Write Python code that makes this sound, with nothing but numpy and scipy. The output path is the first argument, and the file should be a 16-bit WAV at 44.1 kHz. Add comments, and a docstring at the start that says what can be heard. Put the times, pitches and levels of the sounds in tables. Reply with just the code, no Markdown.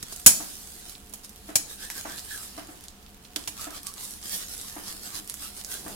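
"""Spatula scraping a metal pan

A steel blade scrapes, squeaks and knocks close to a two-port microphone: shaped noise and grains,
resonated noise, and noise bursts with pan modes. Oil under the omelette spits in short noise bursts.
Someone pounds steadily next door: decaying low and woody modes. The kitchen hums and reflects;
a low rumble of filtered noise swells."""
import sys
import numpy as np
from scipy import signal
from scipy.fft import rfft, irfft
from scipy.io import wavfile
from scipy.ndimage import uniform_filter1d

SR = 44100
rng = np.random.default_rng(int(sys.argv[2]) if len(sys.argv) > 2 else 0)


def unload_audio(sound):
    """Save the sound as a 16-bit wav file, at the path given as the first command line argument."""
    columns = np.transpose(np.atleast_2d(sound))
    # keep every value between -1 and 1, then stretch to whole-number steps
    steps = np.round(np.clip(columns, -1, 1) * 32767)
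    wavfile.write(sys.argv[1], SR, steps.astype(np.int16))


N = 262395


def amp(db):
    """Amplitude factor of a level in dB."""
    return 10 ** (np.asarray(db) / 20)


def evened(x):
    """Scales to unit rms over all channels."""
    return x / np.sqrt(np.mean(x ** 2) + 1e-20)


def read(points, hz):
    """Interpolates a (hz, value) table on a log frequency axis."""
    f, value = np.transpose(points)
    return np.interp(np.log(hz + 1), np.log(f + 1), value)


def add(mix, start_s, sound):
    """Adds a two-port sound in place, cut at the end of the mix."""
    part = mix[:, round(start_s * SR):][:, :sound.shape[1]]
    part += sound[:, :part.shape[1]]


def colour(x, points):
    """Shapes the spectrum of each channel."""
    gain_db = read(points, np.fft.rfftfreq(x.shape[1], 1 / SR))
    return irfft(rfft(x) * amp(gain_db), x.shape[1])


def band(x, lo_hz, hi_hz):
    """Butterworth bandpass, top edge at most 20 kHz."""
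    sos = signal.butter(2, [lo_hz, min(hi_hz, 20000)], "band", fs=SR, output="sos")
    return signal.sosfilt(sos, x)


def resonate(x, hz, width_hz):
    """Resonance on a fixed or gliding pitch: shift it to zero, smooth, shift back."""
    turn = np.exp(2j * np.pi * np.cumsum(hz * np.ones(x.shape[-1])) / SR)
    r = np.exp(-np.pi * width_hz / SR)
    return 2 * (turn * signal.lfilter([1 - r], [1, -r], x / turn)).real


def sides(left_right_db):
    """Port gains that split a left-right level difference evenly."""
    return amp(np.array([[.5], [-.5]]) * left_right_db)


def ring(modes, t, spread_db):
    """Decaying modes; each port hears each with its own phase and strength."""
    hz, db, t60_s = np.transpose(modes)[:, :, None, None]
    phase, chance = rng.random((2, len(modes), 2, 1))
    level_db = db + spread_db * (chance - .5) - 60 * t / t60_s
    return amp(level_db) * np.sin(2 * np.pi * (hz * t + phase))


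def crackle(per_s, spread_db):
    """Random clicks at shared moments, each smeared differently at the two ports."""
    strength = amp(spread_db * np.minimum(rng.exponential(1, N), 5))
    clicks = strength * (rng.random(N) < per_s / SR)
    kind, out = rng.integers(0, 12, N), np.zeros((2, N))
    for k in range(12):
        grain = rng.standard_normal((2, 64)) * np.exp(-np.arange(64) / 32.0)
        out += signal.oaconvolve(clicks[None] * (kind == k), grain, axes=1)[:, :N]
    return evened(out)


def burst(t, bright_hz, low_db, low_hz, t60_s):
    """A dying rattle of noise: a broad bright band over a duller low one."""
    noise = rng.standard_normal((2, len(t))) * amp(-60 * t / t60_s)
    bright = band(band(noise, 0.53 * bright_hz, 1.35 * bright_hz), 2100, 14700)
    low = band(noise, 0.5 * low_hz, 1.92 * low_hz)
    return bright / abs(bright).max() + amp(low_db) * low / abs(low).max()


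END_DB, ROUNDNESS = -10, 1.69  # level at the ends of rise and fall; 1 pointed, 2 round


def hump(t, loudest_s, rise_s, fall_s):
    """Level in dB of a movement that speeds up until loudest_s and slows down."""
    span_s = np.where(t < loudest_s, rise_s, fall_s)
    return END_DB * abs((t - loudest_s) / span_s) ** ROUNDNESS


# room tone spectrum: (pitch_hz, relative_level_db)
AIR_SPECTRUM = [(12, -32), (20, 10.5), (154, -2.5), (172, -4), (204, -9.5), (241, -0.5), (434, -8.5),
                (542, -10.5), (717, -10), (848, -10.5), (1760, -12), (2130, -15), (2990, -12.5),
                (4300, -15.5), (16000, -22)]
AIR_DB = -52.5
# likeness of the ports: (pitch_hz, correlation from -1 to 1)
PORT_LIKENESS = [(60, 0.85), (180, 1), (550, 0.61), (1650, -0.07), (4970, -0.045), (15000, -0.13)]
# hum lines: (pitch_hz, level_db rms)
HUM_LINES = [(64.6, -64), (199.2, -61), (436.0, -71.5), (721.4, -69)]


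def hush():
    """Room tone as coloured noise, alike at both ports in the bass, with wavering hum lines."""
    a, b = rfft(rng.standard_normal((2, N)))
    same = np.clip(read(PORT_LIKENESS, np.fft.rfftfreq(N, 1 / SR)), -1, 1)
    pair = irfft(np.array([a, same * a + np.sqrt(1 - same ** 2) * b]), N)
    hum = sum(amp(db) * evened(resonate(pair, hz, 9.8)) for hz, db in HUM_LINES)
    return amp(AIR_DB) * evened(colour(pair, AIR_SPECTRUM)) + hum


RUMBLE_FULL_S, RUMBLE_DB, RUMBLE_DB_PER_S = 5.885, -47, 55


def rumble():
    """Low noise, nearly alike at both ports, swells and then holds."""
    noise = rng.standard_normal((2, N))
    low = evened(band(noise[0] + 0.55 * noise, 100, 650))
    before_full_s = np.minimum(np.arange(N) / SR - RUMBLE_FULL_S, 0)
    return amp(RUMBLE_DB + RUMBLE_DB_PER_S * before_full_s) * low


# decay of the reflections: (pitch_hz, t60_s)
KITCHEN_DECAY = [(250, 0.65), (700, 0.38), (2000, 0.31), (5000, 0.37), (12000, 0.29)]


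def kitchen(x):
    """Dense reflections, each band dying at its own speed, other ones at each port."""
    hz, t, z = signal.stft(rng.standard_normal((2, SR)), SR, nperseg=256)
    decay = amp(-60 * t / read(KITCHEN_DECAY, hz)[:, None])
    tail = signal.istft(z * decay, SR, nperseg=256)[1]
    tail = tail * np.minimum(np.arange(tail.shape[1]) / 130.0, 1)
    return signal.fftconvolve(x, tail / np.linalg.norm(tail[0]), axes=1)[:, :N]


# dull blows besides the steady beats: (start_s, low_db, upper_db, favoured_hz)
EXTRA_BLOWS = [(1.588, -48, -58, 1496), (2.05, -41, -42, 1180), (2.087, -46, -52, 667),
               (2.686, -41, -51.5, 750), (3.361, -38, -50, 1340), (4.937, -48.5, -60, 1180),
               (5.15, -48, -59, 1180), (5.19, -46, -60, 1310)]
# woody upper modes: (pitch_hz, relative_level_db, t60_s)
WOODY_MODES = [(671, 3.5, 0.11), (750, -0.5, 0.11), (843, 11.5, 0.022), (1180, 8, 0.03)]
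FIRST_BLOW_S, PERIOD_S, SLOWING_S = .4, 1.086, .003  # each gap SLOWING_S longer than the last
BLOW_DB, BLOW_UPPER_DB, BLOW_UPPER_HZ, THUD_HZ = -38, -46, 712.6, 300
BOOM_DB, BOOM_T60_S = -17, .45  # lingering low body, relative to the low part


def thuds():
    """A heavy low mode that builds up, woody upper ones and a slap of noise, smeared by the walls between."""
    out, t, k = np.zeros((2, N)), np.arange(SR // 3) / SR, np.arange(6)
    beats_s = FIRST_BLOW_S + k * PERIOD_S + k * (k - 1) / 2 * SLOWING_S
    steady = [(s, BLOW_DB, BLOW_UPPER_DB, BLOW_UPPER_HZ) for s in beats_s]
    for start_s, low_db, upper_db, favoured_hz in steady + EXTRA_BLOWS:
        swell = t / .009 * np.exp(1 - t / .009)
        low = np.sin(2 * np.pi * THUD_HZ * t) * swell
        boom = rng.standard_normal(len(t)) + .4 * rng.standard_normal((2, len(t)))
        boom = resonate(resonate(boom, THUD_HZ, 130), THUD_HZ, 130)
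        boom_level = amp(BOOM_DB - 60 * t / BOOM_T60_S) * np.minimum(t / .012, 1)
        low = low + evened(boom) * boom_level
        favoured = 1.93 * np.sin(2 * np.pi * favoured_hz * t) * amp(-60 * t / 0.07)
        slap = 6.56 * band(rng.standard_normal((2, len(t))), 360, 1750) * amp(-60 * t / 0.24)
        upper = ring(WOODY_MODES, t, 12.0).sum(0) + favoured + slap
        rise = np.minimum(t / .005, 1)
        add(out, start_s, amp(low_db) * low + amp(upper_db) * upper * rise)
    return out


# bubbles bursting in the oil: (start_s, level_db, bright_hz, left_right_db, low_db under the bright part)
BUBBLES = [(0.199, -27, 9750, -7, -15), (0.8957, -29, 9620, -11, -20), (0.9237, -32, 10100, -4.0, -20),
           (0.9527, -33.5, 3910, -6, -18), (1.0959, -38, 10400, -7, -20), (1.2471, -29, 7920, -1.0, -22),
           (1.2936, -28.5, 10600, -2, -24), (1.9016, -18.5, 9500, -2.0, -8.5), (2.0113, -28, 7000, 3, -20),
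           (2.1805, -28.5, 3420, -1, -8), (2.1939, -24.5, 9050, -1.5, -27),
           (2.809, -35.5, 10700, -4.5, -18), (2.8394, -31.5, 9630, -3, -6),
           (2.8834, -27.5, 7450, -1.0, -25), (3.0637, -38.5, 3990, -0.5, -20),
           (3.251, -37, 4070, -4.0, -10), (3.4394, -32, 5500, -4.0, -17), (3.707, -31, 9500, -8, -22),
           (3.8321, -26.5, 9930, -1, -17), (3.8689, -20, 7900, -6.5, -22), (3.9392, -27.5, 9240, -5.0, -24),
           (3.9802, -30.5, 3900, -1, -12), (4.1084, -25, 10300, -1.0, -25), (4.228, -28.5, 4900, -0.5, -13),
           (4.2857, -27, 11400, -1.5, -20), (4.5792, -27, 10100, -9, -21), (4.6133, -22.5, 9700, 1, -20),
           (5.276, -27.5, 11000, -6.0, -20), (5.2977, -18.5, 8870, -6, -18.5),
           (5.3412, -20.5, 10700, -5.5, -19.5), (5.6134, -30.5, 5320, -7, -13),
           (5.6473, -21.5, 8700, -5.0, -21), (5.882, -27, 12000, -6.0, -20)]


def pops():
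    """Each bubble is a snap of milliseconds and a short splutter; small ones fall at random."""
    out, t = np.zeros((2, N)), np.arange(1200) / SR
    for start_s, level_db, bright_hz, left_right_db, low_db in BUBBLES:
        snap = burst(t, bright_hz, low_db, 1400, .004)
        snap = snap[0] + .5 * snap  # first wave front nearly alike at both ports
        splutter = 0.37 * burst(t, bright_hz, low_db, 1500, 0.092)
        add(out, start_s, amp(level_db) * sides(left_right_db) * (snap + splutter))
    return out + amp(-58.5) * band(crackle(60, 3.2), 2500, 15000)


# squeaks of the free part of the blade:
# (loudest_s, rise_s, fall_s, level_db, centre_hz, glide_hz_per_s)
BLADE_SQUEAKS = [(1.845, .05, .04, -46, 1665, 2000), (1.915, .01, 0.017, -50, 1690, 0),
                 (1.984, 0.042, 0.031, -45, 1590, -2500), (2.12, 0.039, 0.053, -43.5, 1680, 300),
                 (2.33, 0.039, 0.05, -42, 1660, -1200), (2.405, .03, .06, -51.5, 1280, -800),
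                 (3.635, 0.065, 0.057, -46.5, 1280, 1197.5), (3.765, 0.059, 0.022, -49, 1200, -2000),
                 (3.895, .05, 0.034, -49.5, 1155, 300), (3.974, 0.013, 0.016, -52, 1130, 0),
                 (4.648, .015, .03, -54, 1100, 0), (4.895, .04, 0.034, -54, 1180, 300),
                 (5.125, 0.037, .02, -53, 1150, -2), (5.45, .04, 0.036, -52.5, 1300, 0),
                 (5.741, 0.048, 0.036, -48.5, 1550, 495)]
# blade modes that a squeak passes: (pitch_hz, width_hz)
BLADE_MODES = [(1150, 24), (1320, 39), (1550, 66), (1740, 29)]


def songs():
    """Friction drives the blade: a fuzzy, fluttering band and a fainter octave."""
    out, t = np.zeros((2, N)), np.arange(-.2, .2, 1 / SR)
    for loudest_s, rise_s, fall_s, level_db, centre_hz, glide in BLADE_SQUEAKS:
        hz = centre_hz + glide * np.clip(t, -rise_s, fall_s)
        *rub, flutter = rng.standard_normal((3, len(t)))
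        rub = np.array(rub) * amp(1.3 * evened(uniform_filter1d(flutter, size=500)))
        shared_rub = rub + 0.31 * rub[::-1]
        song = evened(resonate(resonate(shared_rub, hz, 230), hz, 230))
        song = evened(song + sum(resonate(song, f, width) for f, width in BLADE_MODES))
        octave = evened(resonate(resonate(rub, 2 * hz, 500), 2 * hz, 500))
        level = amp(level_db + hump(t, 0, rise_s, fall_s))
        add(out, loudest_s + t[0], level * (song + 0.32 * octave))
    return out


PATCHY_DB = 3.0  # rms


def mottle(x, lower_db, patchy_db):
    """Narrow bands light up and fade at random; the lower half gets its own gain."""
    hz, t, z = signal.stft(x, SR, nperseg=1024, noverlap=896)
    field = rng.standard_normal(z.shape[1:])
    for _ in range(2):
        field = uniform_filter1d(uniform_filter1d(field, size=3, axis=0), size=16, axis=1)
    lower = 1 / (1 + (hz / 6000.0) ** 4)
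    lower_gain_db = np.outer(lower, np.interp(t, np.arange(N) / SR, lower_db))
    z = z * amp(patchy_db * evened(field) + lower_gain_db)
    return signal.istft(z, SR, nperseg=1024, noverlap=896)[1][:, :N]


# spectrum of the rub: (pitch_hz, relative_level_db)
RUB_SPECTRUM = [(180, -7.5), (300, -7), (528, -10), (678, -10.5), (1040, -10), (1750, -8), (2210, -10.5),
                (3290, -5.5), (5070, -3.5), (6090, -6), (9550, -5), (13100, -9), (16000, -17.5)]
# steady sizzle and light drag: (time_s, level_db, lower_half_gain_db)
SIZZLE_CURVE = [(0, -51.5, 2), (.25, -43.5, -7.5), (.42, -38, -6.5), (.7, -44, -6), (.93, -49, -4),
                (1.02, -54.5, -8), (1.4, -54, -3), (1.65, -53, -12), (2.25, -43, -4), (2.5, -45.5, -1),
                (2.65, -52, 1), (2.95, -61, -2), (3.34, -60.5, -16), (3.39, -46, -6), (3.82, -50.5, -4.5),
                (4.2, -52.5, -4), (4.6, -40.5, -3), (4.8, -42.5, -5), (5.25, -47.5, -6.5), (5.95, -44, -8)]
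# strokes over the pan: (loudest_s, rise_s, fall_s, level_db, lower_half_gain_db)
BLADE_STROKES = [(.13, 0.035, 0.019, -40.5, -3.5), (.79, 0.018, 0.033, -47, -9.5),
                 (.9, 0.05, 0.049, -46, -3), (1.25, 0.015, 0.015, -42.5, -4),
                 (1.495, 0.049, 0.047, -50.5, 2.5), (1.715, 0.044, 0.049, -40, -1.5),
                 (1.838, 0.057, 0.055, -39, 0), (1.915, .02, 0.025, -39, -4.5),
                 (1.985, 0.048, 0.039, -37, -1.5), (2.11, 0.099, 0.073, -41, -2),
                 (2.185, 0.018, 0.02, -38.5, 2), (2.33, 0.055, 0.103, -37, -7),
                 (2.445, 0.052, 0.043, -41, -5), (2.59, .03, .05, -51, 4.5),
                 (2.72, 0.056, 0.025, -48.5, -10.5), (2.845, .03, .02, -53, 3),
                 (3.255, .02, 0.026, -56, 3.5), (3.63, 0.053, 0.046, -37.5, -0.5),
                 (3.772, 0.06, 0.034, -42, 3), (3.885, .04, 0.035, -40, -4.5), (4.0, 0.033, 0.039, -41, -1),
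                 (4.04, 0.035, 0.048, -34, -7.5), (4.1, 0.036, 0.1, -40, -5.5), (4.27, .05, .04, -37.5, -5),
                 (4.344, .05, .06, -27.5, -8), (4.415, 0.025, 0.044, -36.5, 0.5),
                 (4.53, 0.046, 0.038, -37, -6), (4.675, 0.056, .05, -46, -3),
                 (4.894, .05, 0.061, -38, -1.5), (5.065, .05, 0.048, -37.5, -3.5),
                 (5.168, 0.045, 0.033, -33.5, -3), (5.305, 0.034, 0.029, -44, 1),
                 (5.435, 0.05, 0.072, -36.5, -2.5), (5.6, 0.057, .03, -40.5, -2.5),
                 (5.725, 0.046, 0.091, -34.5, -4.5), (5.91, .06, 0.099, -44.5, -1)]


def scrape():
    """Stick-slip grains and hiss under the blade edge; the powers of sizzle and strokes add."""
    t = np.arange(0, N / SR, .002)
    time_s, level_db, lower_db = np.transpose(SIZZLE_CURVE)
    power = amp(2 * np.interp(t, time_s, level_db))
    lower = power * np.interp(t, time_s, lower_db)  # power-weighted gain in dB
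    for loudest_s, rise_s, fall_s, level_db, lower_db in BLADE_STROKES:
        stroke = amp(2 * (level_db + hump(t, loudest_s, rise_s, fall_s)))
        power = power + stroke
        lower = lower + stroke * lower_db
    sample_s = np.arange(N) / SR
    level = np.interp(sample_s, t, np.sqrt(power))
    lower_db = np.interp(sample_s, t, lower / power)
    rub = 0.66 * rng.standard_normal((2, N)) + 0.45 * crackle(1500, 4.6)
    return level * evened(mottle(colour(rub, RUB_SPECTRUM), lower_db, PATCHY_DB))


# blade knocking the pan:
# (start_s, level_db, bright_hz, low_db under the bright part, low_hz, t60_s, left_right_db)
PAN_KNOCKS = [(0.0265, -20.5, 5700, -6, 2330, 0.029, 0.5), (0.1225, -30.5, 8000, -5.5, 570, 0.078, -2),
              (0.16, -26, 9700, -25, 1540, 0.024, -3), (0.2619, 7.5, 10200, -13, 2370, 0.064, 1.5),
              (1.1359, -27, 10200, -13.5, 766, 0.051, -2.5), (1.555, -4.5, 7000, -13, 1600, 0.047, 0.5),
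              (3.36, -15.5, 4100, -15.5, 501, 0.029, -3), (3.4743, -20.5, 4540, -11, 1100, 0.063, -2)]
# clusters of close pan modes: (pitch_hz, width_hz before a 90 Hz minimum, relative_level_db)
PAN_MODES = [(677, 130, -10), (880, 73, -22), (2396, 130, -10), (3180, 35, -6), (4540, 173, -8),
             (5500, 60, -1), (5933, 260, 1.5), (6580, 73, -5), (6700, 20, -0.5), (6970, 92, 8.5),
             (7800, 15, -12.5), (7970, 74, 7.5), (8820, 51, 4), (9240, 24, 3.5), (9550, 36, 3.5),
             (9800, 24, 2.5), (10200, 43, 5), (10920, 22, -3), (10940, 380, 6.5), (12000, 200, 0),
             (13370, 48, -1)]
DULLING_DB_PER_OCTAVE = 4.5  # for pan modes above a knock's bright_hz


def knocks():
    """The contact rattle, the pan's fuzzy ring and a jolt through the stove top, rising in 1.5 ms."""
    out, t = np.zeros((2, N)), np.arange(SR // 2) / SR
    for start_s, level_db, bright_hz, low_db, low_hz, t60_s, left_right_db in PAN_KNOCKS:
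        noise = rng.standard_normal((2, len(t)))
        modes = 0
        for hz, width_hz, mode_db in PAN_MODES:
            dulling_db = DULLING_DB_PER_OCTAVE * max(np.log2(hz / bright_hz), 0)
            modes = modes + amp(mode_db - dulling_db) * evened(resonate(noise, hz, max(width_hz, 90)))
        modes = 0.5 * evened(modes) * amp(-60 * t / (1.5 * t60_s))  # a deader contact also damps the ring
        jolt = evened(band(noise[0], 50, 330)) * amp(low_db - 17.5 - 60 * t / 0.083)
        sound = burst(t, bright_hz, low_db, low_hz, t60_s) + modes + jolt
        rise = np.minimum(t / .0015, 1)
        add(out, start_s, amp(level_db) * sides(left_right_db) * sound * rise)
    return out


def scene():
    """Sums the direct sounds and the reflections of knocks, pops and thuds."""
    far = thuds()
    near = pops() + knocks()
    reflections = kitchen(amp(-9.5) * near + amp(-4.5) * far)
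    return hush() + rumble() + reflections + far + songs() + scrape() + near


# difference between the ports: (pitch_hz, left_right_db)
PORT_COLOUR = [(60, -1.5), (130, 0), (290, 0), (640, -1.5), (1410, -1), (3100, -3.5), (6820, -1.5),
               (15000, -5)]
EDGE_HZ = 16100


def record(dry):
    """The two ports differ in colour; the loudest knock clips; then the band limit."""
    hz = np.fft.rfftfreq(N, 1 / SR)
    ports = irfft(rfft(dry) * sides(read(PORT_COLOUR, hz)), N)
    clipped = np.clip(ports, -1, 1)
    lowpass = signal.firwin(511, EDGE_HZ, window=("kaiser", 9), fs=SR)
    return signal.oaconvolve(clipped, lowpass[None], "same")


dry = scene()
out = record(dry)
unload_audio(out)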